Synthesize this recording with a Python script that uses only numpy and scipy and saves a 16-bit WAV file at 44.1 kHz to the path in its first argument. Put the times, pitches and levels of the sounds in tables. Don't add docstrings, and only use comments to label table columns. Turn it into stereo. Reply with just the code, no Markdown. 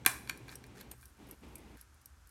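import sys
import numpy as np
from scipy import signal
from scipy.fft import rfft, irfft
from scipy.io import wavfile

SR = 44100
rng = np.random.default_rng(int(sys.argv[2]) if len(sys.argv) > 2 else 0)


def put_to_file(sound):
    columns = np.atleast_2d(sound).T
    safe = np.clip(columns, -1, 1)
    whole_steps = np.round(safe * 32767)
    wavfile.write(sys.argv[1], SR, whole_steps.astype(np.int16))


N = 101429

# pitch_hz, level_db
RIM_MODES = [(8850, -7), (9950, -7.5), (11450, -5), (12950, -9.5)]
# pitch_hz, level_db, fade_s
JOLT_MODES = [(467, -27.5, .018), (301, -29, 0.032), (170, -36, .03)]
# start_s, ring_db, crack_db, left_minus_right_db, favoured_hz, fade_s
KNOCK_EVENTS = [(0.05, -35.5, -39, 5.5, 1500, 0.036), (0.0623, -9.5, -9, 1, 1280, 0.0058),
                (0.064, -12, -15.5, -15, 1760, 0.013), (0.2745, -44, -44, -12, 2450, 0.027),
                (0.2957, -22, -28.5, 7, 4700, 0.0067), (0.2973, -26.5, -37, -14.5, 2200, 0.017),
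                (0.482, -45.5, -48, -12.5, 1520, .04), (0.4921, -38.5, -54, -4, 4000, 0.025),
                (0.5149, -54, -44.5, -1, 3900, .02), (0.525, -43, -59, -9.5, 1450, 0.021),
                (0.64, -45, -47.5, -7, 2375, 0.029), (0.8112, -45.5, -44.5, -1, 3450, 0.03),
                (0.9156, -41, -40, -3.5, 2000, 0.024), (1.028, -55, -52, -9.5, 1560, 0.073)]
# pitch_hz, level_db
MUFFLED_MODES = [(730, -12), (1030, -6), (1300, -9.5), (1580, -0.5), (1820, -7.5), (2080, -8.5), (2370, 2),
                 (3450, -9), (3950, -9), (4420, -6.5), (5740, -10), (7100, -13.5)]
# pitch_hz, level_db, fade_s
FREE_MODES = [(1497, -28, .17), (2354, -29, 0.077), (4410, -29, 0.11)]
# pitch_hz, level_db
CRACK_COLOUR = [(350, -14), (750, -3), (1400, 3), (2400, 3), (3200, -10), (6500, -6.5), (8800, -3),
                (11500, -5.5), (13300, -7.5), (16000, -19)]
# start_s, level_db
CLINK_EVENTS = [(0.9135, -41), (1.289, -56.5)]
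# pitch_hz, level_db, fade_s
BACK_MODES = [(6760, -9.5, 0.019), (8370, -15.5, 0.2), (9200, -9, 0.046), (9800, -11, 0.045),
              (11200, -8, 0.034), (12100, 0.5, 0.03)]
# start_s, level_db
BEAT_EVENTS = [(.5553, -37), (.8107, -55), (1.0553, -44.5), (1.3111, -43), (1.5558, -39), (1.8121, -43.5),
               (2.0579, -41)]
# pitch_hz, tock_db, tick_db, fade_s
CLOCKWORK_MODES = [(2400, -27.5, -48, 0.018), (5670, -15.5, -19, 0.015), (8300, -11, -15, .025),
                   (10400, -19.5, -6, 0.0089), (11200, -10, 0.5, 0.019), (11950, -15.5, 0, 0.021),
                   (12900, -18.5, -8.5, 0.017), (14500, -8, -25, 0.011)]
# start_s, length_s, level_db
SCRAPE_EVENTS = [(0.287, 0.0081, -46.5), (0.466, 0.096, -55.5), (0.744, 0.099, -57), (1.755, 0.095, -64)]
# pitch_hz, level_db
SCRAPE_COLOUR = [(600, -27), (1100, -9), (1600, 6.5), (3000, -6.5), (4300, -3), (7000, -8), (12000, -9.5),
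                 (15500, -24)]
# start_s, level_db
TOUCH_EVENTS = [(0.3744, -50.5), (0.665, -56.5), (1.2694, -60.5), (1.582, -55), (1.772, -56), (1.9436, -63),
                (2.0152, -59), (2.2717, -55.5), (2.292, -57)]
# pitch_hz, level_db
CONTACT_COLOUR = [(2000, -32), (5000, -7), (7500, -11), (9500, -0.5), (12300, -2), (15500, -15)]
# time_s, level_db
CRACKLE_LOUDNESS = [(.85, -94), (1.02, -66), (1.15, -80.5), (1.55, -79.5), (1.9, -88)]
# time_s, level_db
RUB_LOUDNESS = [(0, -55), (.12, -56.5), (.42, -54.5), (.66, -57.5), (.8, -53.5), (.94, -57.5), (.965, -74),
                (1.16, -70.5), (1.2, -55), (1.335, -53), (1.36, -70.5), (1.405, -68), (1.435, -51.5),
                (1.5, -55), (1.76, -55), (1.78, -78.5), (2.3, -86.5)]
# pitch_hz, level_db
RUB_COLOUR = [(50, -5), (110, -2.5), (280, 1.5), (430, -3.5), (620, -11), (900, -7.5), (1500, -19.5),
              (2300, -13.5), (7000, -31.5), (15000, -43)]
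# pitch_hz, level_db
ROOM_COLOUR = [(450, -7), (800, 2.5), (2500, -7), (5500, -2.5), (8800, -5), (13000, -8.5), (16000, -17.5)]
# pitch_hz, level_db
AIR_COLOUR = [(60, -6.5), (120, -9.5), (250, -8), (500, -17), (1500, -6), (2000, -14), (3500, -19),
              (6200, -19), (9500, -23), (13500, -29), (15500, -45)]
# time_s, level_db
HUM_LOUDNESS = [(.08, -56), (.12, -63.5), (.45, -57.5), (.78, -59), (.95, -68), (2.3, -78.5)]
# pitch_hz, likeness
STEREO_LIKENESS = [(200, 0.92), (400, 0.6), (900, -0.096), (4400, -0.088), (8000, 0.53), (11000, 0.18),
                   (16000, 1)]

SNAP_S = .0619
CRACK_RISE_S, CRACK_HOLD_S, CRACK_FADE_S = .0005, .00072, .0067
FOCUS_DB_PER_OCTAVE, LEFT_LAG_S = 5, .00022
BEAT_SCATTER_DB, RATTLE_FADE_S, REBOUND_S, REBOUND_DB = 5.5, .017, .0013, -7.5


def snap():
    rise = np.clip(clock()[:SR // 2] / .00059, 0, 1)
    flash = ring([(hz, db, .0056) for hz, db in RIM_MODES]) * rise
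    noise_tail = amp(-32.5) * fade(clock() - SNAP_S, fade_s=.31) * hiss(CRACK_COLOUR)
    return at(flash + ring(JOLT_MODES), SNAP_S) + noise_tail * grain(per_s=700, depth_db=2.5)


def case_knocks():
    crack, out = hiss(CRACK_COLOUR), 0
    for start, ring_db, crack_db, pan_db, favoured_hz, fade_s in KNOCK_EVENTS:
        modes = [(hz, db, fade_s) for hz, db in MUFFLED_MODES] + FREE_MODES
        body = ring([(hz, db - FOCUS_DB_PER_OCTAVE * abs(np.log2(hz / favoured_hz)), decay)
                     for hz, db, decay in modes])
        stereo_body = pan(pan_db) * np.array([at(body, start + LEFT_LAG_S), at(body, start)])
        t = clock() - start
        burst = np.clip(t / CRACK_RISE_S, 0, 1) * fade(np.maximum(t - CRACK_HOLD_S, 0), CRACK_FADE_S)
        out = out + amp(crack_db) * burst * crack + amp(ring_db) * stereo_body
    return out


def back_clinks():
    note = ring(BACK_MODES)
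    return sum(amp(db) * at(note, start) for start, db in CLINK_EVENTS)


def clockwork():
    rattle, out = amp(-7) * hiss(CONTACT_COLOUR), 0
    scatter = BEAT_SCATTER_DB * rng.standard_normal((len(BEAT_EVENTS), len(CLOCKWORK_MODES)))
    for k, (start, db) in enumerate(BEAT_EVENTS):
        note = ring([(hz, (tick_db if k % 2 else tock_db) + extra_db, fade_s)
                     for (hz, tock_db, tick_db, fade_s), extra_db in zip(CLOCKWORK_MODES, scatter[k])])
        t = clock() - start
        contacts = fade(t, RATTLE_FADE_S) + amp(REBOUND_DB) * fade(t - REBOUND_S, RATTLE_FADE_S)
        out = out + amp(db) * (at(note, start) + rattle * contacts)
    return out


def scrapes():
    swell = sum(amp(db) * np.sin(np.pi * np.clip((clock() - start) / length, 0, 1))
                for start, length, db in SCRAPE_EVENTS)
    return swell * hiss(SCRAPE_COLOUR) * grain(per_s=340, depth_db=4)


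def touches():
    taps = sum(amp(db) * fade(clock() - start, fade_s=.029) for start, db in TOUCH_EVENTS)
    contact = hiss(CONTACT_COLOUR)
    crackle = curve(CRACKLE_LOUDNESS) * grain(per_s=1900, depth_db=7.5)
    return contact * (taps + crackle)


def fingers():
    return curve(RUB_LOUDNESS) * hiss(RUB_COLOUR) * grain(per_s=200, depth_db=.5)


def room(sound):
    t = clock() - .004
    decay = (fade(t, fade_s=.19) + amp(-14) * fade(t, fade_s=.85)) * grain(per_s=820, depth_db=-.5)
    reflections = hiss(ROOM_COLOUR) * decay / np.linalg.norm(decay)
    echo = amp(-21) * at(sound, start_s=.0125)
    return amp(-15) * signal.fftconvolve(sound[None], reflections, axes=1)[:, :N] + echo


def hum(pitch_hz, width_hz):
    hz = np.arange(N // 2 + 1) * SR / N
    return noise(1 / (1 + (2 * (hz - pitch_hz) / width_hz) ** 2))


def background():
    air = amp(-65.5) * hiss(AIR_COLOUR)
    lasting_hum = amp(-60) * hum(pitch_hz=63.2, width_hz=25)
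    fading_hum = curve(HUM_LOUDNESS) * hum(pitch_hz=122.3, width_hz=16)
    return air + lasting_hum + fading_hum


def amp(db):
    return 10 ** (np.asarray(db) / 20)


def clock():
    return np.arange(N) / SR


def by_frequency(points):
    hz, value = np.array(points).T
    return np.interp(np.log(np.arange(N // 2 + 1) * SR / N + 1), np.log(hz), value)


def curve(points):
    return amp(np.interp(clock(), *np.array(points).T))


def noise(gain):
    alike = np.clip(by_frequency(STEREO_LIKENESS), -.99, .99)
    mid, side = rfft(rng.standard_normal((2, N))) * gain * np.sqrt([1 + alike, 1 - alike])
    stereo = irfft([mid + side, mid - side], N)
    return stereo / stereo.std()


def hiss(colour):
    return noise(amp(by_frequency(colour)))


def grain(per_s, depth_db):
    steps = rng.standard_normal(N)
    return amp(depth_db * np.interp(clock() * per_s, np.arange(N), steps))


def fade(t, fade_s):
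    return (t >= 0) * np.exp(-np.log(1000) * np.clip(t / fade_s, 0, 10))


def ring(modes):
    t = clock()[:SR // 2]
    return sum((-1) ** k * amp(db) * np.sin(2 * np.pi * hz * t) * fade(t, fade_s)
               for k, (hz, db, fade_s) in enumerate(modes))


def at(sound, start_s):
    return np.pad(sound, (max(int(start_s * SR), 0), N))[:N]


def pan(db):
    return amp(np.array([[db], [-db]]) / 2)


def scene():
    steel = snap() + case_knocks() + back_clinks() + clockwork() + scrapes() + touches()
    return steel + room(steel[1]) + fingers() + background()


def record(dry):
    ceiling, bottom_hz, top_hz = .75, 42, 16000
    thinned = signal.sosfilt(signal.butter(3, bottom_hz, "high", fs=SR, output="sos"), dry)
    rounded = ceiling * np.tanh(thinned / ceiling)
    return signal.sosfilt(signal.ellip(8, .2, 70, top_hz, fs=SR, output="sos"), rounded)


dry = scene()
out = record(dry)
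put_to_file(out)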